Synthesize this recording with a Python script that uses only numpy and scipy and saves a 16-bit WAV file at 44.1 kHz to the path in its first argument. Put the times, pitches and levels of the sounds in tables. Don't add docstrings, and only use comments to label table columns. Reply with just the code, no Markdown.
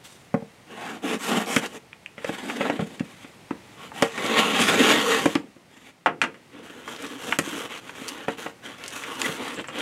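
import sys
import numpy as np
from scipy import signal
from scipy.fft import rfft, irfft, next_fast_len
from scipy.io import wavfile
from scipy.ndimage import uniform_filter1d

SR = 44100
rng = np.random.default_rng(int(sys.argv[2]) if len(sys.argv) > 2 else 0)


def wav_record(signal):
    frames = np.transpose(np.atleast_2d(signal))
    bounded = np.clip(frames, -1, 1)
    quanta = np.round(bounded * 32767).astype(np.int16)
    wavfile.write(sys.argv[1], SR, quanta)


N = 432929
HZ = np.fft.rfftfreq(8192, 1 / SR) + 1
RING_S = np.arange(SR // 3) / SR

# freq_hz, level_db, t60_s
LID_MODES = [(460, -1.5, 0.13), (539.5, -3, 0.12), (571, 5.5, 0.054), (740, -4, 0.091), (785, -1.5, 0.05)]


def knife():
    # start_s, length_s, fastest_fraction, level_db, boom_re_level_db, hiss_re_level_db
    cuts = [(0.666, 0.35, 0.66, -36.5, 0, -13), (1.015, .17, 0.67, -28.5, 2.5, -10.5),
            (1.184, 0.12, 1, -29, -5.5, -4), (1.266, 0.2, 0.34, -25, 2, -10),
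            (1.456, 0.15, 0.67, -26, -1.5, -5.5), (1.603, 0.076, 0.5, -30, -2, -11.5),
            (1.672, 0.115, 0.91, -41.5, 0.5, -7), (3.759, 0.15, 0.45, -41, -3, -13),
            (3.928, 0.2, 0.35, -32.5, -8, -11)]
    # time_s, force_db, boom_re_level_db, hiss_re_level_db
    seam = [(4.1, -41, -7, -11), (4.17, -35.5, 0, -9), (4.18, -28.5, -3, -15), (4.21, -31, 2, -10.5),
            (4.364, -21.5, -4.5, -14), (4.388, -14, -4.5, -11), (4.416, -20.5, -5.5, -12.5),
            (4.532, -28, -3, -11), (4.556, -23, -3, -13), (4.618, -19, -3, -10), (4.68, -22.5, -5, -7.5),
            (4.692, -17, -7, -11.5), (4.724, -24.5, -0.5, -9), (4.89, -17.5, -3, -11),
            (4.915, -16, -2, -10.5), (4.96, -20, -4.5, -13), (5.085, -28, -4, -6.5),
            (5.12, -20, -7.5, -10.5), (5.245, -31, 1, -7), (5.336, -40.5, -6, -5), (5.41, -58, -5, -7)]
    # freq_hz, density_db
    end_tape = [(50, -48), (145, -19), (185, -1.5), (400, -3), (600, -9), (740, -5), (1000, -8.5),
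                (2900, -8.5), (3750, -16), (4100, -22), (5200, -25), (7200, -21), (12500, -32),
                (15500, -43)]
    seam_tape = [(50, -52), (100, -11.5), (146, -9), (178, -0.5), (290, 1.5), (480, -2), (680, -5),
                 (1100, -5), (2200, -3.5), (3700, -4.5), (4050, -13.5), (5400, -24), (6600, -18),
                 (12500, -29.5), (15500, -43)]
    out = np.zeros(N)
    for start, length, fastest, db, boom_db, hiss_db in cuts:
        level_db = stroke(length, fastest, db, db_per_decade=20)
        add(out, start, rub(level_db, boom_db, hiss_db, end_tape, slips_per_s=2500, spread_db=1.5,
                            scrape=0.61, grip_db=1.85, lid_share=0.73, boom_sway_db=-0.3, patchy_db=2.4))
    times, *controls = np.transpose(seam)
    pull_s = np.arange(times[0], times[-1], 1 / SR)
    force_db, boom_db, hiss_db = (np.interp(pull_s, times, control) for control in controls)
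    add(out, times[0], rub(force_db + 1, boom_db, hiss_db, seam_tape, slips_per_s=1500, spread_db=0,
                           scrape=0.79, grip_db=1.24, lid_share=1.1, boom_sway_db=1, patchy_db=2.1))
    return amp(-2.5) * out


def flaps():
    # start_s, length_s, fastest_fraction, level_db, boom_re_level_db, hiss_re_level_db
    folds = [(6.506, 0.17, 0.36, -49, 5, -29), (6.627, 0.33, 0.052, -45, -1, -11),
             (6.855, 0.17, 0.16, -39, -5, -9.5), (6.984, 0.22, 0.17, -37.5, 1, -11),
             (7.175, 0.2, 0.73, -34, -3.5, -7.5), (7.388, 0.16, 0.65, -36, -5, -7),
             (7.518, 0.17, 0.21, -32, -2.5, -10), (7.687, 0.12, 0.42, -34.5, -9, -13.5),
             (7.808, 0.23, 0.12, -46, -1, -10), (7.936, 0.3, 0.27, -38.5, -6.5, -10),
             (8.131, 0.14, 0.48, -39.5, -5, -19), (8.27, 0.1, 0.16, -40, 2, -14),
             (8.37, .15, 0.18, -38, -2, -9.5), (8.621, .15, 0.3, -38.5, -5.5, -14),
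             (8.766, .16, 0.31, -40, -7, -14), (8.9, 0.16, 0.38, -36.5, -8.5, -6.5),
             (8.999, 0.22, 0.6, -35, -4, -11.5), (9.239, 0.036, 0.62, -29.5, -6, -7),
             (9.181, 0.21, 0.19, -31.5, -4, -7.5), (9.33, 0.25, 0.49, -33.5, -3, -13.5),
             (9.559, 0.068, 0.5, -33.5, 0, -30), (9.721, 0.19, 0.71, -29, -4, -16)]
    # freq_hz, density_db
    open_flap = [(29, -57), (50, -26), (165, -14), (288, -1), (413, -8), (466, -3.5), (668, -12.5),
                 (790, -10.5), (1410, -8), (2300, -11.5), (3200, -10), (3750, -15), (4100, -18.5),
                 (5260, -21.5), (5930, -14.5), (8710, -19.5), (12200, -24), (15500, -35)]
    out = np.zeros(N)
    for start, length, fastest, db, boom_db, hiss_db in folds:
        level_db = stroke(length, fastest, db, db_per_decade=15)
        add(out, start, rub(level_db, boom_db, hiss_db, open_flap, slips_per_s=450, spread_db=0.86,
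                            scrape=1, grip_db=1.5, lid_share=0.18, boom_sway_db=2.7, patchy_db=2))
        add(out, start, peanuts(level_db - 21, ticks_per_s=60, spread_db=3))
    return amp(-2) * out


def sliding():
    # start_s, length_s, fastest_fraction, level_db, boom_re_level_db, hiss_re_level_db
    slides = [(0.033, 0.23, 0.078, -53, -27, 2.5), (2.168, 0.26, 0.8, -37, -4.5, -9.5),
              (2.382, 0.24, 0.64, -36.5, 4, -8), (2.561, 0.29, 0.36, -32.5, 5, -13.5),
              (2.777, 0.25, 0.41, -48, 6, -4.5), (3.031, 0.37, 0.09, -50, -7, -6.5),
              (3.53, .24, 0.83, -57, 1, -7), (5.362, 0.13, 0.34, -57, 15, -19),
              (5.68, 0.24, 0.85, -49.5, -2.5, -7.5)]
    # freq_hz, density_db
    cardboard = [(50, -38), (130, -25), (200, 2.5), (300, 2), (620, -5.5), (780, -2.5), (1180, -6),
                 (1900, -1.5), (3650, -6.5), (4050, -19), (5400, -28), (7500, -24.5), (12500, -35.5),
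                 (15500, -46)]
    out = np.zeros(N)
    for start, length, fastest, db, boom_db, hiss_db in slides:
        level_db = stroke(length, fastest, db, db_per_decade=15)
        add(out, start, rub(level_db, boom_db, hiss_db, cardboard, slips_per_s=2500, spread_db=-0.5,
                            scrape=1, grip_db=3.5, lid_share=0.35, boom_sway_db=1, patchy_db=2))
    return amp(-3) * out


def stroke(length_s, fastest, db, db_per_decade):
    progress = np.arange(0, length_s, 1 / SR) / length_s
    phase = np.interp(progress, [0, np.clip(fastest, 0.05, 0.95), 1], [0, 0.5, 1])
    speed = np.sin(np.pi * phase) + 0.036
    return db + db_per_decade * np.log10(speed)


def rub(level_db, boom_db, hiss_db, spectrum, slips_per_s, spread_db, scrape, grip_db, lid_share,
        boom_sway_db, patchy_db):
    size = len(level_db)
    slips = (rng.random(size) < slips_per_s / SR) * rng.choice([-1, 1], size)
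    slips = slips * amp(spread_db * np.minimum(rng.exponential(1, size), 4))
    friction = evened(slips) + scrape * rng.standard_normal(size)
    grip = amp(grip_db * wander(size, rate_hz=64))
    sound = colour(friction * grip, read(spectrum, HZ) + lid_share * lid_resonance_db())
    sound = moving_contact(sound, patchy_db)
    boom_hz, hiss_hz = 650, 4300
    padded = next_fast_len(2 * size)
    bins, hz = rfft(sound, padded), np.fft.rfftfreq(padded, 1 / SR)
    boom = 1 / (1 + (hz / boom_hz) ** 6)
    hiss = 1 - 1 / (1 + (hz / hiss_hz) ** 12)
    rasp = 1 - boom - hiss
    parts = (boom, boom_db + boom_sway_db * wander(size, rate_hz=34)), (rasp, 0), (hiss, hiss_db)
    out = sum(evened(irfft(bins * share, padded)[:size]) * amp(level_db + db) for share, db in parts)
    return out * signal.windows.tukey(size, 0.0033 * SR / size)


def lid_resonance_db():
    # centre_hz, width_hz, gain_db
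    peaks = [(171, 11, 4.5), (217.5, 32, 4.5), (464, 40, 6), (801, 50, 8.5), (1107, 140, 7.5),
             (1370, 160, 5), (1880, 49, 6), (2180, 45, 1.5), (2410, 100, -0.5), (3140, 620, 2.5)]
    return sum(db / (1 + (2 * (HZ - hz) / width) ** 2) for hz, width, db in peaks)


def moving_contact(x, depth_db):
    spectra = signal.stft(x, nperseg=1024)[2]
    patches = uniform_filter1d(rng.standard_normal(spectra.shape), size=7, axis=0)
    patches = uniform_filter1d(patches, size=9, axis=1)
    return signal.istft(spectra * amp(depth_db * evened(patches)), nperseg=1024)[1][:len(x)]


def knocks():
    # start_s, thump_db, thump_hz, lid_ring_db, crack_db, crack_hz
    blows = [(0.342, -18.5, 237, -22, -31.5, 745), (.423, -37, 228, -40, -61, 720),
             (1.564, -20, 230, -27, -19.5, 1950), (2.18, -45, 277, -41, -41, 1700),
             (2.245, -29.5, 483, -42, -34.5, 2020), (2.293, -28, 318, -31.5, -37, 1340),
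             (2.608, -41, 293, -25.5, -32, 1558), (2.6989, -30, 296, -27, -23, 840),
             (2.793, -23.5, 182, -28.5, -34.5, 910), (2.823, -25.5, 197, -38, -56, 960),
             (3.005, -22.5, 182, -38, -44, 1180), (3.245, -42.5, 280, -51, -46.5, 1630),
             (3.508, -26.5, 280, -36.5, -33.5, 1010), (4.024, -21.5, 280, -16, -19.5, 1500),
             (5.257, -16, 298, -19.5, -20.5, 820), (5.354, -18.5, 298, -30, -26, 1030),
             (5.563, -47.5, 290, -63, -60, 1170), (7.388, -24, 320, -31.5, -23.5, 1850),
             (7.475, -32, 313, -58, -47, 1200), (8.016, -38, 278, -46, -61, 1200),
             (8.283, -28.5, 260, -28.5, -25.5, 830), (8.462, -36, 317, -36, -32.5, 1060),
             (9.291, -33, 158, -35, -38, 1100)]
    # freq_hz, level_db, t60_s
    box_modes = [(89, 9, 0.13), (172, 6, 0.28), (208.3, 3.5, 0.34), (276, -5, 0.14)]
    out = np.zeros(N)
    for start, thump_db, thump_hz, ring_db, crack_db, crack_hz in blows:
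        envelope = amp(-60 * RING_S / 0.017) * (1 - np.exp(-RING_S / 0.0035))
        panel = struck(np.sin(2 * np.pi * thump_hz * RING_S) * envelope)
        shudder = struck(colour(burst(t60=0.04, lead=0.069), hump(thump_hz, octaves=0.35)))
        thump = struck(panel + 0.23 * modes(box_modes) + 0.73 * shudder)
        body = amp(thump_db) * thump + amp(ring_db) * modes(LID_MODES)
        body = band(body, [112, 1500], "bandpass", order=3)
        edge = crack(crack_hz, t60=0.056, octaves=1.2, lead=0.55) + amp(-24.5) * bright_edge(t60=0.04)
        add(out, start, body + amp(crack_db) * edge)
    return out


def snaps():
    # start_s, level_db, pitch_hz, t60_s, edge_db
    breaks = [(1.93, -43, 2120, 0.0083, -70), (2.061, -37.5, 2900, 0.0056, -58),
              (2.2452, -41, 1910, 0.046, -47), (2.499, -31, 1960, 0.062, -50),
              (2.612, -31, 1920, 0.039, -54), (2.653, -31, 820, 0.069, -56), (2.996, -39, 2210, 0.064, -49),
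              (3.918, -41.5, 750, 0.04, -70), (4.1775, -34.5, 1470, 0.06, -45),
              (5.354, -31.5, 2980, 0.016, -41), (6.0607, -17, 885, 0.11, -43),
              (6.216, -20, 1890, 0.093, -33), (6.239, -26, 1240, 0.1, -43), (6.344, -49, 1700, 0.12, -66),
              (6.878, -37, 1120, 0.06, -53), (7.3242, -22, 1660, 0.024, -54),
              (7.894, -39.5, 1550, 0.04, -56), (9.037, -35, 2280, 0.11, -46),
              (9.2168, -30, 2770, 0.018, -30), (9.643, -40, 1580, 0.15, -57), (9.685, -36, 1360, 0.23, -51)]
    # freq_hz, level_db, t60_s
    flap_modes = [(705, -1.5, 0.1), (904, 0.5, 0.046), (1352, -3, 0.051), (2060, -11, 0.03),
                  (2410, -2, 0.032), (3000, -6, 0.022)]
    # freq_hz, density_db
    cavity = [(80, -15), (165, 2), (520, 0), (1200, -64), (4000, -92)]
    out = np.zeros(N)
    for start, db, hz, t60, edge_db in breaks:
        rasp = crack(hz, t60, octaves=0.5 + 6.3 * t60, lead=0.66)
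        rasp = band(rasp, 0.32 * hz, "high", order=2)
        rasp = struck(colour(rasp, min(3 * t60, 1) * lid_resonance_db()))
        ping = struck(colour(modes(flap_modes), hump(hz, octaves=0.57)))
        ping_db = 6.5 + 0.65 * db
        hollow = struck(colour(burst(t60=0.38, lead=0.11), read(cavity, HZ)))
        box_ring = t60 * (1.75 * hollow + 1.3 * modes(LID_MODES))
        body = band(rasp + amp(ping_db) * ping + box_ring, 126, "high", order=2)
        add(out, start, amp(db) * body + amp(edge_db) * bright_edge(t60=0.65 * t60))
    return out


def burst(t60, lead):
    crackle = rng.standard_normal(len(RING_S)) * amp(-60 * RING_S / max(t60, 0.002))
    crackle /= np.linalg.norm(crackle)
    crackle[0] += lead
    return crackle


def crack(hz, t60, octaves, lead):
    sound = colour(burst(t60, lead), hump(hz, octaves))
    sound = band(sound, min(3.4 * hz, 3100), "low", order=7)
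    return struck(band(sound, 0.045 * hz, "high", order=2))


def bright_edge(t60):
    sound = colour(burst(t60, lead=0.63), hump(4700, octaves=1))
    sound = band(sound, 2500, "high", order=2)
    return struck(band(sound, 9200, "low", order=3))


def modes(table):
    return struck(sum(amp(db - 60 * RING_S / t60) * np.sin(2 * np.pi * hz * RING_S)
                      for hz, db, t60 in table))


def groans():
    # start_s, end_s, pitch_hz, level_db
    swells = [(1.036, 1.066, 299, -29.5), (1.32, 1.372, 200, -27.5), (4.97, 5.22, 464.5, -30.5),
              (9.235, 9.274, 2036, -30.5)]
    out = np.zeros(N)
    for start, end, hz, db in swells:
        size = int((end - start) * SR)
        cycles = np.cumsum(hz * np.exp(0.09 * wander(size, rate_hz=0.49 * hz))) / SR
        swell = signal.windows.tukey(size, 0.8) * amp(1.7 * wander(size, rate_hz=107))
        add(out, start, amp(db) * evened(swell * np.sin(2 * np.pi * cycles)))
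    return out


def ticks():
    # start_s, level_db, pitch_hz
    events = [(1.461, -47, 5500), (1.563, -29, 7100), (1.661, -40.5, 5400), (4.0234, -29, 6150),
              (4.262, -36.5, 4250), (4.616, -33, 7100), (5.258, -36.5, 6500), (5.353, -37.5, 3670),
              (6.963, -46, 3730), (7.024, -47, 8000), (7.066, -46, 4500), (7.388, -27.5, 7500),
              (7.489, -47, 7500), (8.082, -35.5, 5370), (8.089, -37.5, 6500), (8.839, -43, 4800),
              (8.862, -45, 4600), (8.88, -38.5, 7160), (8.905, -49, 5500)]
    out = np.zeros(N)
    for start, db, hz in events:
        add(out, start, amp(db) * dry_tick(hz))
    return out


def peanuts(level_db, ticks_per_s, spread_db):
    size = len(level_db)
    contacts = rng.random(size) < ticks_per_s / SR
    strength = amp(spread_db * np.minimum(rng.exponential(1, size), 3))
    return signal.oaconvolve(contacts * strength * amp(level_db), dry_tick(hz=7040))[:size]


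def dry_tick(hz):
    sound = colour(burst(t60=0.041, lead=0.87), hump(0.91 * hz, octaves=0.96))
    return struck(band(sound, 10800, "low", order=3))


def creaks():
    # start_s, end_s, slips_per_s, level_db
    runs = [(9.545, 9.62, 180, -52), (9.675, 9.691, 190, -47)]
    out = np.zeros(N)
    for start, end, slips_per_s, db in runs:
        size = int((end - start) * SR)
        cycles = np.cumsum(slips_per_s * np.exp(0.46 * wander(size, rate_hz=130))) / SR
        slips = np.diff(np.floor(cycles), prepend=-1)
        add(out, start, amp(db) * evened(colour(slips, hump(7600, octaves=0.098))))
    return out


def room(x, wet_db, early_db):
    # freq_hz, t60_s
    decay_times = [(150, 0.2), (400, 0.27), (1000, 0.2), (3000, 0.18), (8000, 0.18), (15000, 0.18)]
    hz, t, spectra = signal.stft(rng.standard_normal(len(RING_S)), SR, nperseg=256)
    decay = amp(-60 * t / read(decay_times, hz)[:, None])
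    tail = signal.istft(spectra * decay, SR, nperseg=256)[1][:len(RING_S)]
    tail *= np.clip((RING_S - 0.005) / 0.01, 0, 1)
    response = amp(wet_db) * tail / np.linalg.norm(tail)
    delays_s = rng.uniform(0.002, 0.014, size=8)
    response[(delays_s * SR).astype(int)] += amp(early_db) * rng.choice([-1, 1], size=8)
    return x + signal.oaconvolve(x, response)[:N]


def air():
    # freq_hz, density_db
    spectrum = [(25, -12.5), (129, 5.5), (400, -2), (826, -5), (1660, -10), (1950, -6.5), (5140, -17.5),
                (9050, -20.5), (15500, -32.5)]
    # time_s, level_db
    drift = [(0, -51.5), (2, -53), (3.9, -48.5), (5.4, -54), (6.05, -57.5), (6.5, -53), (9.8, -50)]
    hiss = evened(colour(rng.standard_normal(N), read(spectrum, HZ)))
    return hiss * amp(np.interp(np.arange(N) / SR, *np.transpose(drift)))


def colour(x, db):
    log_gain = np.log(amp(np.maximum(db, db.max() - 100)))
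    mirrored = np.r_[log_gain, log_gain[-2:0:-1]]
    response = np.exp(np.conj(signal.hilbert(mirrored)))
    taps = np.fft.ifft(response).real[:len(HZ)]
    return signal.oaconvolve(x, taps)[:len(x)]


def band(x, hz, kind, order):
    sections = signal.butter(order, np.clip(hz, 10, SR / 2 - 100), kind, fs=SR, output="sos")
    return signal.sosfilt(sections, x)


def hump(hz, octaves):
    return -20 * np.log10(1 + (np.log2(HZ / hz) / octaves) ** 2)


def read(points, hz):
    freq_hz, value = np.transpose(points)
    return np.interp(np.log(hz + 1), np.log(freq_hz), value)


def wander(size, rate_hz):
    return np.interp(np.arange(size) * rate_hz / SR, np.arange(size), rng.standard_normal(size))


def amp(db):
    return 10 ** (np.asarray(db) / 20)


def evened(x):
    return x / np.sqrt(np.mean(x ** 2) + 1e-20)


def struck(x):
    return x / np.sqrt(np.mean(x[:SR // 50] ** 2) + 1e-20)


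def add(mix, start_s, sound):
    part = mix[max(round(start_s * SR), 0):][:len(sound)]
    part += sound[:len(part)]


def scene():
    rubs = knife() + sliding() + flaps()
    transients = knocks() + snaps() + ticks() + creaks() + groans()
    mix = room(rubs, wet_db=-14.5, early_db=-22) + room(transients, wet_db=-14, early_db=-24)
    return (mix + air())[None]


def record(dry):
    bass_hz, top_hz, ceiling = 75, 15850, 0.88
    thinned = band(dry, bass_hz, "high", order=1)
    rounded = thinned / (1 + (abs(thinned) / ceiling) ** 8) ** (1 / 8)
    lowpass = signal.firwin(511, top_hz, window=("kaiser", 9), fs=SR)
    return signal.oaconvolve(rounded, lowpass[None], "same")


dry = scene()
out = record(dry)
wav_record(out)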